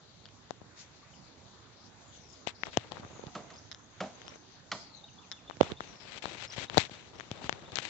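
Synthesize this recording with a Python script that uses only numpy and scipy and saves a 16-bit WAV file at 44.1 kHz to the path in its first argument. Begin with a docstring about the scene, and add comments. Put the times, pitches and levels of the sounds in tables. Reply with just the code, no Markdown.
"""Hands on a phone in a grove

Fingers tap, slip and rub on the case of a hand-held phone, mostly at the left microphone: damped modes and
grainy noise. Twigs and dry leaves snap nearby as short modal bursts; a blade chops hollow poles further off,
as decaying bands of noise with a falling ring. Small birds chirp in the trees as gliding sines, over a quiet
floor of rustle in noise bands and narrow hisses that slide in pitch, perhaps far insects."""
import sys
import numpy as np
from scipy import signal
from scipy.fft import rfft, irfft
from scipy.io import wavfile
from scipy.ndimage import uniform_filter1d

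SR = 44100
rng = np.random.default_rng(int(sys.argv[2]) if len(sys.argv) > 2 else 0)


def dump_mix(stems):
    """Bounce the given channels to the path in sys.argv[1] as a 16-bit WAV at rate SR."""
    frames = np.atleast_2d(stems).T  # one column per channel
    limited = np.clip(frames, -1, 1)  # hard clip at full scale
    pcm = np.round(limited * 32767).astype(np.int16)
    wavfile.write(sys.argv[1], SR, pcm)


N = 347949      # length in samples


def amp(db):
    """Decibel law: the amplitude gain of a level in dB."""
    return 10 ** (np.asarray(db) / 20)


def rms_one(x):
    """Normalisation: scales a signal to rms 1."""
    return x / np.sqrt(np.mean(x ** 2) + 1e-20)


def at_hz(points, hz):
    """Interpolation on a logarithmic frequency axis."""
    table = np.array(points)
    return np.interp(np.log(hz), np.log(table[:, 0]), table[:, 1])


def spectrum_hz():
    """Discrete spectrum: the bin frequencies of the whole scene, held above 10 Hz for the logarithm."""
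    return np.maximum(np.arange(N // 2 + 1) * SR / N, 10)


def pan(left_right_db):
    """Level difference between channels: positive is left, and the nearer side keeps its level."""
    return amp(np.array([np.minimum(left_right_db, 0), np.minimum(-left_right_db, 0)]))


def drift(corner_hz):
    """Low-pass random process: noise through two equal poles, scaled to a spread of 1."""
    step = 20      # samples between computed points
    pole = np.exp(-2 * np.pi * corner_hz * step / SR)
    noise = rng.standard_normal(N // step + 2002)
    slow = signal.lfilter([1], [1, -2 * pole, pole * pole], noise)[2000:]      # skip the settling
    return np.interp(np.arange(N) / step, np.arange(len(slow)), rms_one(slow))


def coloured(x, spectrum):
    """Spectral shaping: weights the spectrum of a noise by a table."""
    return rms_one(irfft(rfft(x) * amp(at_hz(spectrum, spectrum_hz())), N))


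def decay(t, t60):
    """Exponential decay: the envelope falls 60 dB in t60 seconds."""
    return amp(-60 * t / t60)


def damped(t, hz, t60):
    """Damped resonance: one mode struck at time zero."""
    return np.sin(2 * np.pi * hz * t) * decay(t, t60)


def swept(hz):
    """Phase accumulation: a sine that follows a frequency curve."""
    return np.sin(2 * np.pi * np.cumsum(hz) / SR)


def add(out, s, sound):
    """Superposition: mixes a sound in at a time."""
    i = round(s * SR)
    out[..., i:i + sound.shape[-1]] += sound[..., :N - i]


def trees(x, wet_db):
    """Scattering by trunks and leaves: convolution with a separate noise tail in each channel."""
    t = np.arange(SR) / SR
    tail = rng.standard_normal((2, SR)) * decay(t, .42) * (1 - np.exp(-t / 0.018))
    tail = rms_one(tail) / np.sqrt(SR)      # unit energy
    return amp(wet_db) * signal.fftconvolve(x[None], tail, axes=1)[:, :N]


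# Spectrum of the rustle. Each row: frequency in Hz, left and right relative levels in dB per Hz.
GROVE_SPECTRUM = [(25, -87, -93.5), (54.6, -75.5, -84), (97.8, -85.5, -77.5), (203.4, -89, -84),
                  (431, -95, -88.5), (900, -96, -90.5), (1980, -99.1, -97.5), (2920, -99, -103.5),
                  (3630, -95.5, -100.2), (4400, -96.5, -103.6), (5300, -99.4, -107.6), (6600, -98, -101.6),
                  (7700, -101.7, -113.6), (8860, -116.8, -130.9)]
# Correlation of the channels. Each row: frequency in Hz, left-right likeness from -1 to 1.
LIKENESS = [(60, 1), (210, 0.6), (700, 0.47), (2400, 0.11), (8190, -0.45)]
# Leaves stirred in the air. Each row: start in seconds, length in seconds, peak treble level in dB over the rustle.
SWISHES = [(0.733, .14, 15), (1.709, 0.054, 3), (2.1, 0.12, 5), (2.334, 0.047, 4), (2.693, 0.067, 8)]
GROVE_DB = -55      # rms over both channels


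def grove():
    """Partly correlated noise: half-octave bands, each with its own left-right likeness and flicker."""
    swish_db = np.zeros(N)
    for s, length, over_db in SWISHES:
        add(swish_db, s, over_db * np.hanning(round(length * SR)))
    out = np.zeros((2, N))
    together = drift(0.9)
    white = rng.standard_normal((2, 2, N))      # neighbouring bands use different noises
    edges = 15 * 2 ** (np.arange(20) / 2)
    for k, (low, high) in enumerate(zip(edges, edges[1:])):
        band = signal.butter(2, [low, high], "band", fs=SR, output="sos")
        mid, side = signal.sosfilt(band, white[k % 2])
        alike = np.clip(at_hz(LIKENESS, np.sqrt(low * high)), -1, 1)
        stereo = np.sqrt(1 + alike) * mid + np.sqrt(1 - alike) * side * [[1], [-1]]
        treble = np.clip(np.log2(low / 900) / 2, 0, 1)      # leaves swish in the treble
        out += amp(.5 * together + 2.1 * drift(4.9) + treble * swish_db) * stereo
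    # each microphone has its own colour
    colour = [at_hz(np.array(GROVE_SPECTRUM)[:, [0, side]], spectrum_hz()) for side in (1, 2)]
    return amp(GROVE_DB) * rms_one(irfft(rfft(out) * amp(colour), N))


# Sliding hisses, perhaps far insects. Each row: start in seconds, length in seconds, start frequency in Hz,
# end frequency in Hz, nominal bandwidth in Hz, relative level in dB.
SLIDES = [(0, 0.31, 4140, 4120, 687, -60), (1.13, 0.23, 5280, 3900, 700, -58),
          (1.402, .4, 4000, 3890, 897, -60.5), (1.754, 0.16, 4730, 5360, 1410, -57),
          (2.031, 0.41, 7460, 4550, 594, -53.5), (2.268, .2, 7000, 6260, 815, -56),
          (2.541, .12, 4600, 5600, 900, -48.5), (2.95, 0.98, 6400, 6450, 249, -59),
          (3.8, .85, 6600, 6110, 253.5, -59), (4.77, 0.27, 5200, 3740, 449, -48.5),
          (5.06, 0.24, 6300, 6200, 252, -59.5), (5.79, 0.35, 6700, 4440, 503, -53.5)]
SLIDE_EDGE, SLIDE_PAN_DB = 0.32, 12.5      # share of the length spent fading; left over right


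def sliding_hiss():
    """Amplitude modulation: slow noise on a gliding carrier makes a moving band, heard in patches."""
    out = np.zeros((2, N))
    for s, length, start_hz, end_hz, width_hz, level_db in SLIDES:
        hz = np.geomspace(start_hz, end_hz, round(length * SR))
        clock = np.arange(len(hz)) * 2 * width_hz / SR      # a wider band flickers faster
        points = rng.standard_normal((2, 2000))
        noise = np.array([np.interp(clock, np.arange(len(side)), side) for side in points])
        fade = signal.windows.tukey(len(hz), SLIDE_EDGE)
        add(out, s, amp(level_db) * fade * noise * swept(hz))
    patches = amp(2.5 * drift(14))
    return patches * out * pan(np.array([SLIDE_PAN_DB]))


# Single notes, mostly rising. Each row: start in seconds, length in seconds, start frequency in Hz,
# end frequency in Hz, relative level in dB.
SINGLE_NOTES = [(1.02, 0.029, 1170, 1145, -55), (1.125, .027, 3270, 2830, -58.5),
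                (3.1, 0.14, 7100, 6500, -54), (3.15, 0.026, 6450, 6370, -54),
                (4.95, 0.037, 6900, 5900, -52), (6.235, 0.016, 3390, 4250, -42),
                (6.605, .02, 3380, 4300, -54), (6.675, 0.018, 3400, 4120, -49),
                (6.94, 0.04, 3470, 3750, -52), (6.97, 0.032, 3770, 4400, -51.5),
                (7.35, 0.033, 3580, 5070, -60), (7.37, 0.02, 3700, 3500, -55),
                (7.422, 0.028, 3500, 5350, -48), (7.61, .015, 3180, 4260, -58),
                (7.65, 0.033, 3370, 3900, -53), (7.695, 0.021, 3360, 4600, -53),
                (7.87, 0.029, 3460, 3800, -46)]
# One quick falling note of the trill. Each row: as for single notes, with the start counted from the call.
TRILL_NOTE = [(0, .015, 4080, 3480, -54)]
TRILL_S, TRILL_GAP_S = 4.83, .071
# A chip and a falling tail. Each row: as for the trill, with the level in dB over the call.
PHRASE = [(0, .024, 3444, 3613, 2.5), (.04, .036, 3130, 2310, -6)]
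# Repeats of the phrase. Each row: frequency ratio, relative level in dB.
SONG = [(1.06, -48), (.99, -50.5), (1, -47), (1.001, -47.5), (1.001, -45), (1.03, -45.5)]
SONG_S, PHRASE_GAP_S = 5.033, .1465      # start of the song, time between phrase starts
# Another bird's call: up, down, up. Each row: as for the phrase.
ZIGZAG = [(0, 0.022, 4750, 5700, -4.8), (.028, .016, 5690, 4630, -1), (.046, .02, 5300, 6460, 0.5)]
# Its calls. Each row: start in seconds, frequency ratio, relative level in dB.
ZIGZAG_CALLS = [(3.53, 0.96, -47), (4.235, 0.95, -46), (6.468, 1.001, -42.5), (7.149, 1.1, -49)]


def bird_notes():
    """Transposition of patterns: a trill of three notes opens a song of phrases, and another bird zigzags."""
    calls = [(TRILL_NOTE, TRILL_S + k * TRILL_GAP_S, 1, 0) for k in range(3)]
    calls += [(PHRASE, SONG_S + k * PHRASE_GAP_S, ratio, db) for k, (ratio, db) in enumerate(SONG)]
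    calls += [(ZIGZAG, s, ratio, db) for s, ratio, db in ZIGZAG_CALLS]
    notes = list(SINGLE_NOTES)
    for call, s, ratio, db in calls:
        for lag, length, start_hz, end_hz, note_db in call:
            notes.append((s + lag, length, ratio * start_hz, ratio * end_hz, db + note_db))
    return notes


def birds():
    """Frequency modulation: gliding whistles with soft ends, scattered among the trees."""
    out = np.zeros(N)
    for s, length, start_hz, end_hz, level_db in bird_notes():
        hz = np.geomspace(start_hz, end_hz, max(round(length * SR), 8))
        hz = hz + 375 * uniform_filter1d(rng.standard_normal(len(hz)), size=60)      # the pitch trembles
        soft = np.sqrt(np.hanning(len(hz)))
        add(out, s, amp(level_db) * soft * swept(hz))
    out = out * amp(3.5 * drift(80) + 2.5 * drift(300) - 4)      # moving leaves break the whistles up
    return out * pan(np.array([2.5])) + trees(out, wet_db=-6)


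# Blows on the poles. Each row: time in seconds, relative level in dB, then crack (above 1600 Hz),
# body (above 800 Hz) and bass in dB over it.
CHOPS = [(3.351, -33.5, -10.5, -0.5, 0.5), (3.503, -45.5, -4, -2.5, -5), (4.005, -33.5, -3, 2, 4.5),
         (4.717, -30.5, 0.5, 3.5, -5.5)]
# Bending waves in the pole. Each row: frequency in Hz, bandwidth in Hz, relative level in dB,
# rise time constant in seconds, 60 dB decay time in seconds.
POLE_MODES = [(196, 64, 1, 0.0053, 0.21), (408, 140, -6, 0.0033, 0.089), (637, 130, 0.5, 0.0024, 0.28),
              (1120, 72, -11.5, 0.0019, 0.046), (1360, 250, 4, 0.0028, 0.046),
              (1950, 260, 5, 0.00057, 0.038), (3130, 1700, 5.5, 0.00064, 0.067),
              (4250, 550, 9.5, 0.0026, 0.026), (6500, 1800, 6, 0.0013, 0.028)]
GLIDE_HZ = 1492      # start of the falling ring


def chops():
    """Dispersive bending waves: splintering noise fills broad modes, and a rough ring bends downward."""
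    out, t = np.zeros(N), np.arange(round(.3 * SR)) / SR
    for peak_s, level_db, crack_db, body_db, bass_db in CHOPS:
        s = peak_s - .0015      # the blade bites just before the peak
        for hz, width_hz, mode_db, rise, t60 in POLE_MODES:
            mode = rms_one(signal.lfilter(*signal.iirpeak(hz, hz / width_hz, SR), rng.standard_normal(len(t))))
            shape = (1 - np.exp(-t / rise)) ** 2 * decay(t, t60)
            part_db = crack_db if hz > 1600 else body_db if hz > 800 else bass_db
            add(out, s, amp(level_db - 5 + mode_db + part_db) * shape * mode)
        falling_hz = GLIDE_HZ / np.sqrt(1 + t / .022)      # slower, lower waves come last
        rough = 1 + 0.38 * rms_one(uniform_filter1d(rng.standard_normal(len(t)), size=120))
        ring = rough * swept(falling_hz) * (1 - np.exp(-t / 0.0013)) * decay(t, 0.11)
        add(out, s, amp(level_db - 3.5 + body_db) * ring)
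    add(out, .032, amp(-14) * uniform_filter1d(out, size=16))      # a dull echo off the nearby trunks
    bright_tail = trees(np.diff(out, prepend=0), wet_db=-2.5)      # differencing favours the treble
    return out * pan(np.array([-1.5])) + bright_tail + trees(out, wet_db=-18.5)


# Dry twigs and leaves, with their rebounds. Each row: time in seconds, relative level in dB,
# left-right difference in dB, main mode in Hz.
SNAPS = [(0.2562, -28.5, 7, 3360), (0.2637, -37, -5, 3340), (0.288, -37, -4, 3200), (3.7154, -20, 11, 4000),
         (3.721, -23, -35, 3770), (3.7276, -26, -22, 3840), (3.7469, -26, 8, 3550),
         (5.3162, -15.5, 21, 3900), (5.3214, -20, -17, 3820), (5.326, -24.5, 18, 3750)]


def snaps():
    """Modal synthesis: millisecond bursts ring in three heavily damped modes."""
    out, t = np.zeros((2, N)), np.arange(round(.02 * SR)) / SR
    for s, level_db, pan_db, hz in SNAPS:
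        a, b = rng.uniform(.92, 1.08, 2)      # the outer modes vary from snap to snap
        modes = damped(t, hz, 0.0033)
        modes += 0.73 * damped(t, 1.39 * hz * a, 0.004)
        modes += 0.56 * damped(t, 0.51 * hz * b, 0.0032)
        burst = modes * (1 - np.exp(-t / 0.00014))
        add(out, s - .0003, amp(level_db) * burst * pan(np.array([pan_db])))
    return out + trees(out.mean(0), wet_db=-17)


# Strokes of skin on the case. Each row: start in seconds, length in seconds, relative levels in dB of
# the bright part at the start, the bright part at the end and the dull part.
STROKES = [(2.464, 0.035, -37.5, -33, -51), (2.65, 0.044, -42.5, -53.5, -47), (2.726, .17, -45, -58.5, -52),
           (2.908, 0.098, -50.5, -52, -47.5), (3.016, 0.28, -55.5, -60.5, -50.5),
           (3.378, 0.19, -75, -56, -52.5), (4.142, .22, -62.5, -52, -53.5), (5.6, 0.13, -43, -49.5, -44),
           (5.799, 0.16, -49.5, -53.5, -56), (5.996, 0.19, -52, -41.5, -53.5), (6.219, 0.14, -40, -44, -46),
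           (6.366, 0.091, -42, -36, -52), (6.487, 0.064, -54, -39, -53), (6.558, 0.091, -38, -36.5, -43.5),
           (6.695, 0.087, -54.5, -32, -43), (6.774, 0.095, -25, -48.5, -48), (6.905, 0.21, -46, -59, -54.5),
           (7.13, 0.16, -54.5, -53.5, -52), (7.302, .11, -48.5, -50.5, -47),
           (7.408, 0.063, -46.5, -40, -43.5), (7.473, 0.228, -50.5, -55, -51.5),
           (7.716, 0.067, -46, -48, -46), (7.755, .05, -37, -39, -49.5), (7.815, .092, -39, -38, -53.5)]
# Spectrum of the bright rub. Each row: frequency in Hz, relative level in dB per Hz.
BRIGHT_SPECTRUM = [(530, -11), (900, -5.5), (1100, -9.5), (2220, -1.5), (3930, -3), (4750, -9.5),
                   (7110, -13), (8500, -3.5), (11000, -69), (18700, -120)]
# Spectrum of the dull rub. Each row: frequency in Hz, relative level in dB per Hz.
DULL_SPECTRUM = [(29, -46), (50, 9.5), (282, -2), (350, -1), (628, -2), (1170, -6.5), (2000, -16),
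                 (2600, -55.5), (4400, -120)]
# Side of the hand's dull rub. Each row: time in seconds, left-right difference in dB.
GRIP = [(2.4, -6), (2.9, 4), (3.1, -2), (3.5, -11), (5.65, -4.5), (5.85, 3), (6.5, 8.5), (6.75, 16),
        (7.0, 11.5), (7.89, 1.5)]
# the nearer a stroke runs to the left port, the louder and the more to the left its bright part
CENTRED_DB, LEFT_PER_DB = -73.5, 0.7
# harder strokes hiss more above this frequency: extra dB for each dB of level over the even point
HISS_HZ, HISS_EVEN_DB, HISS_GROWTH = 4800, -40.5, 0.16


def rub():
    """Stick-slip friction: dense slips of skin make a bright and a dull grainy noise, opened by each stroke."""
    bright_gain, dull_gain = np.zeros((2, 2, N))
    for s, length, start_db, end_db, dull_db in STROKES:
        edge = signal.windows.tukey(round(length * SR), min(0.013 / length, 1))
        bright_db = np.linspace(start_db, end_db, len(edge))
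        side = pan(LEFT_PER_DB * (bright_db - CENTRED_DB))
        add(bright_gain, s, edge * amp(bright_db) * side)
        add(dull_gain, s, edge * amp(dull_db))
    grip_s, grip_db = np.transpose(GRIP)
    dull_side = pan(np.interp(np.arange(N) / SR, grip_s, grip_db))
    gains = np.array([bright_gain, dull_gain * dull_side])
    # contact opens with the stroke and fades with a time constant of about 11 ms
    skin = np.maximum(gains, signal.lfilter([.002], [1, -.998], gains))

    crackle = 1 + 2.2 * rng.exponential(1, N) * (rng.random(N) < 700 / SR)      # single slips stand out
    grain = amp(2.2 * drift(200) + 1.3 * drift(25))
    bright = coloured(crackle * grain * rng.standard_normal((2, N)), BRIGHT_SPECTRUM)
    lumps = amp(3.3 * drift(58))
    shared_and_own = rng.standard_normal(N) + 1.4 * rng.standard_normal((2, N))
    dull = coloured(lumps * shared_and_own, DULL_SPECTRUM)

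    hiss = signal.sosfiltfilt(signal.butter(4, HISS_HZ, "high", fs=SR, output="sos"), bright)
    hiss_gain = (skin[0].max(0) / amp(HISS_EVEN_DB)) ** HISS_GROWTH
    bright = bright + hiss * (hiss_gain - 1)
    return skin[0] * bright + skin[1] * dull


# Taps on the case. Each row: time in seconds, relative ring level in dB, left-right difference in dB,
# ring frequency in Hz, relative tick level in dB, relative thump level in dB.
TAPS = [(0.508, -12.5, 43, 680, -28, -56), (0.6159, -28, 34, 630, -52, -36),
        (2.473, -9.5, 43, 805, -16.5, -54), (2.6352, 0, 47, 1940, -54, -61),
        (2.6694, -20, 20, 1150, -32, -72), (2.7725, -0.5, 10, 786, -4.5, -19),
        (2.9201, -15, 42, 800, -26, -63), (2.97, -17.5, 24, 1220, -56, -57),
        (2.997, -44, -16, 450, -48, -34), (3.049, -23, 10, 1480, -53, -36),
        (3.1949, -23.5, 32, 526, -56, -56), (3.238, -22, -28, 530, -61, -32.5),
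        (3.2683, -40, 3.5, 410, -35, -37), (4.2175, -39, 25, 1010, -31, -62),
        (4.2808, -46, 32, 1460, -27.5, -58), (4.3583, -30.5, 30, 577, -39, -64),
        (5.4987, -20, 38, 730, -28, -64), (5.51, -17, 32, 1190, -61, -58),
        (5.57, -30, -19, 594, -38.5, -38), (5.607, -10, -29, 606, -38, -44),
        (5.611, -25, 25, 700, -15, -26), (5.6105, 9, -22, 596, -23, -14.5),
        (5.631, -15, 5, 910, -21.5, -31.5), (5.719, -16, -35, 420, -23.5, -23),
        (5.8064, -10, 12.5, 1240, -26.5, -34.5), (6.2416, -18, 22, 760, -38, -64),
        (6.2566, -12, 26, 990, -19, -46), (6.5814, -20, 20, 875, -39, -26),
        (6.6988, -27, 26, 440, -22.5, -43), (6.7458, -24, 17, 1500, -26, -30),
        (6.773, 3.5, 29, 720, -10, -23.5), (6.7797, 2.6, 22, 690, -0.1, -11.5),
        (6.8961, -29.5, 3, 690, -37, -60), (6.9152, -47, 23, 640, -49, -33.5),
        (7.199, -23, 28, 1860, -26, -64), (7.2082, -13.5, 21, 1900, -35, -48),
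        (7.3147, -17.5, 15, 870, -20.5, -24.5), (7.4432, -34, 11, 410, -27, -31.5),
        (7.4947, -7.5, 49, 957, -14, -62), (7.5268, -13.5, 18, 1290, -21.5, -31),
        (7.6237, -46, 17, 860, -47, -41), (7.72, -45, 23, 620, -31, -58),
        (7.7573, -33, 22, 834, -13.5, -69), (7.7712, -30, 37, 900, -16, -54),
        (7.787, -25, 24, 1890, -15, -58)]
CONTACT_S = 0.00016      # the fingertip is soft: onset time constant of the ring
RING_CYCLES = 2.88      # cycles of the ring in its 60 dB decay
AFTER_RING_DB, AFTER_RING_CYCLES = -20.5, 15.4      # a weaker ring outlasts the first swing
GRIT_DB = 5.5      # grit over the tick, before smoothing
# the thump starts higher and sags; both frequencies vary by up to 12 % from tap to tap
THUMP_START_HZ, THUMP_HZ, THUMP_SAG_S, THUMP_T60_S = 400, 102, 0.0013, 0.039


def taps():
    """Impact excitation: the case rings, ticks at the port and thumps; the far side hears it duller and later."""
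    out, t = np.zeros((2, N)), np.arange(round(.08 * SR)) / SR
    sag_hz = THUMP_HZ + (THUMP_START_HZ - THUMP_HZ) * np.exp(-t / THUMP_SAG_S)
    for s, ring_db, pan_db, hz, tick_db, thump_db in TAPS:
        a, b = rng.uniform(.88, 1.12, 2)      # modes vary from tap to tap
        first_swing = damped(t, hz, RING_CYCLES / hz)
        after_ring = amp(AFTER_RING_DB) * damped(t, hz * a, AFTER_RING_CYCLES / hz)
        ring = amp(ring_db) * (first_swing + after_ring) * (1 - np.exp(-t / CONTACT_S))

        modes = damped(t, 3300 * a, .0035) + .25 * damped(t, 5800 * b, .003) + .6 * damped(t, 1600 * b, .005)
        grit = uniform_filter1d(rng.standard_normal(len(t)), size=5) * decay(t, 0.004)      # under the finger
        tick = amp(tick_db) * (modes + amp(GRIT_DB) * grit)

        thump = -amp(thump_db) * swept(sag_hz * b) * decay(t, THUMP_T60_S)

        near = ring + tick + thump
        far = amp(-abs(pan_db)) * (ring + amp(-9.5) * tick + amp(10.5) * thump)
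        add(out[int(pan_db < 0)], s - .0002, near)
        add(out[int(pan_db >= 0)], s + .0001, far)
    return out


def scene():
    """Superposition: all sources add at the two microphones."""
    return grove() + sliding_hiss() + birds() + chops() + snaps() + rub() + taps()


PORT_CUT_HZ, CUTOFF_HZ = 95.5, 9200      # bass cut of the ports, edge of the steep top cut
MIC_ROLLOFF_HZ = (7770, 6600)      # left, right


def record(dry):
    """Band limiting and overload: ports cut the bass, treble rolls off, the loudest peaks clip, the top is cut."""
    port = signal.sosfilt(signal.butter(2, PORT_CUT_HZ, "high", fs=SR, output="sos"), dry)
    soft = [signal.sosfilt(signal.butter(4, hz, fs=SR, output="sos"), x) for hz, x in zip(MIC_ROLLOFF_HZ, port)]
    clipped = np.clip(soft, -.85, .85)
    cut = signal.sosfilt(signal.cheby2(12, 70, CUTOFF_HZ, fs=SR, output="sos"), clipped)
    noise_floor = amp(-104) * rng.standard_normal(dry.shape)
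    return np.clip(cut + noise_floor, -1, 1)


dry = scene()
out = record(dry)
dump_mix(out)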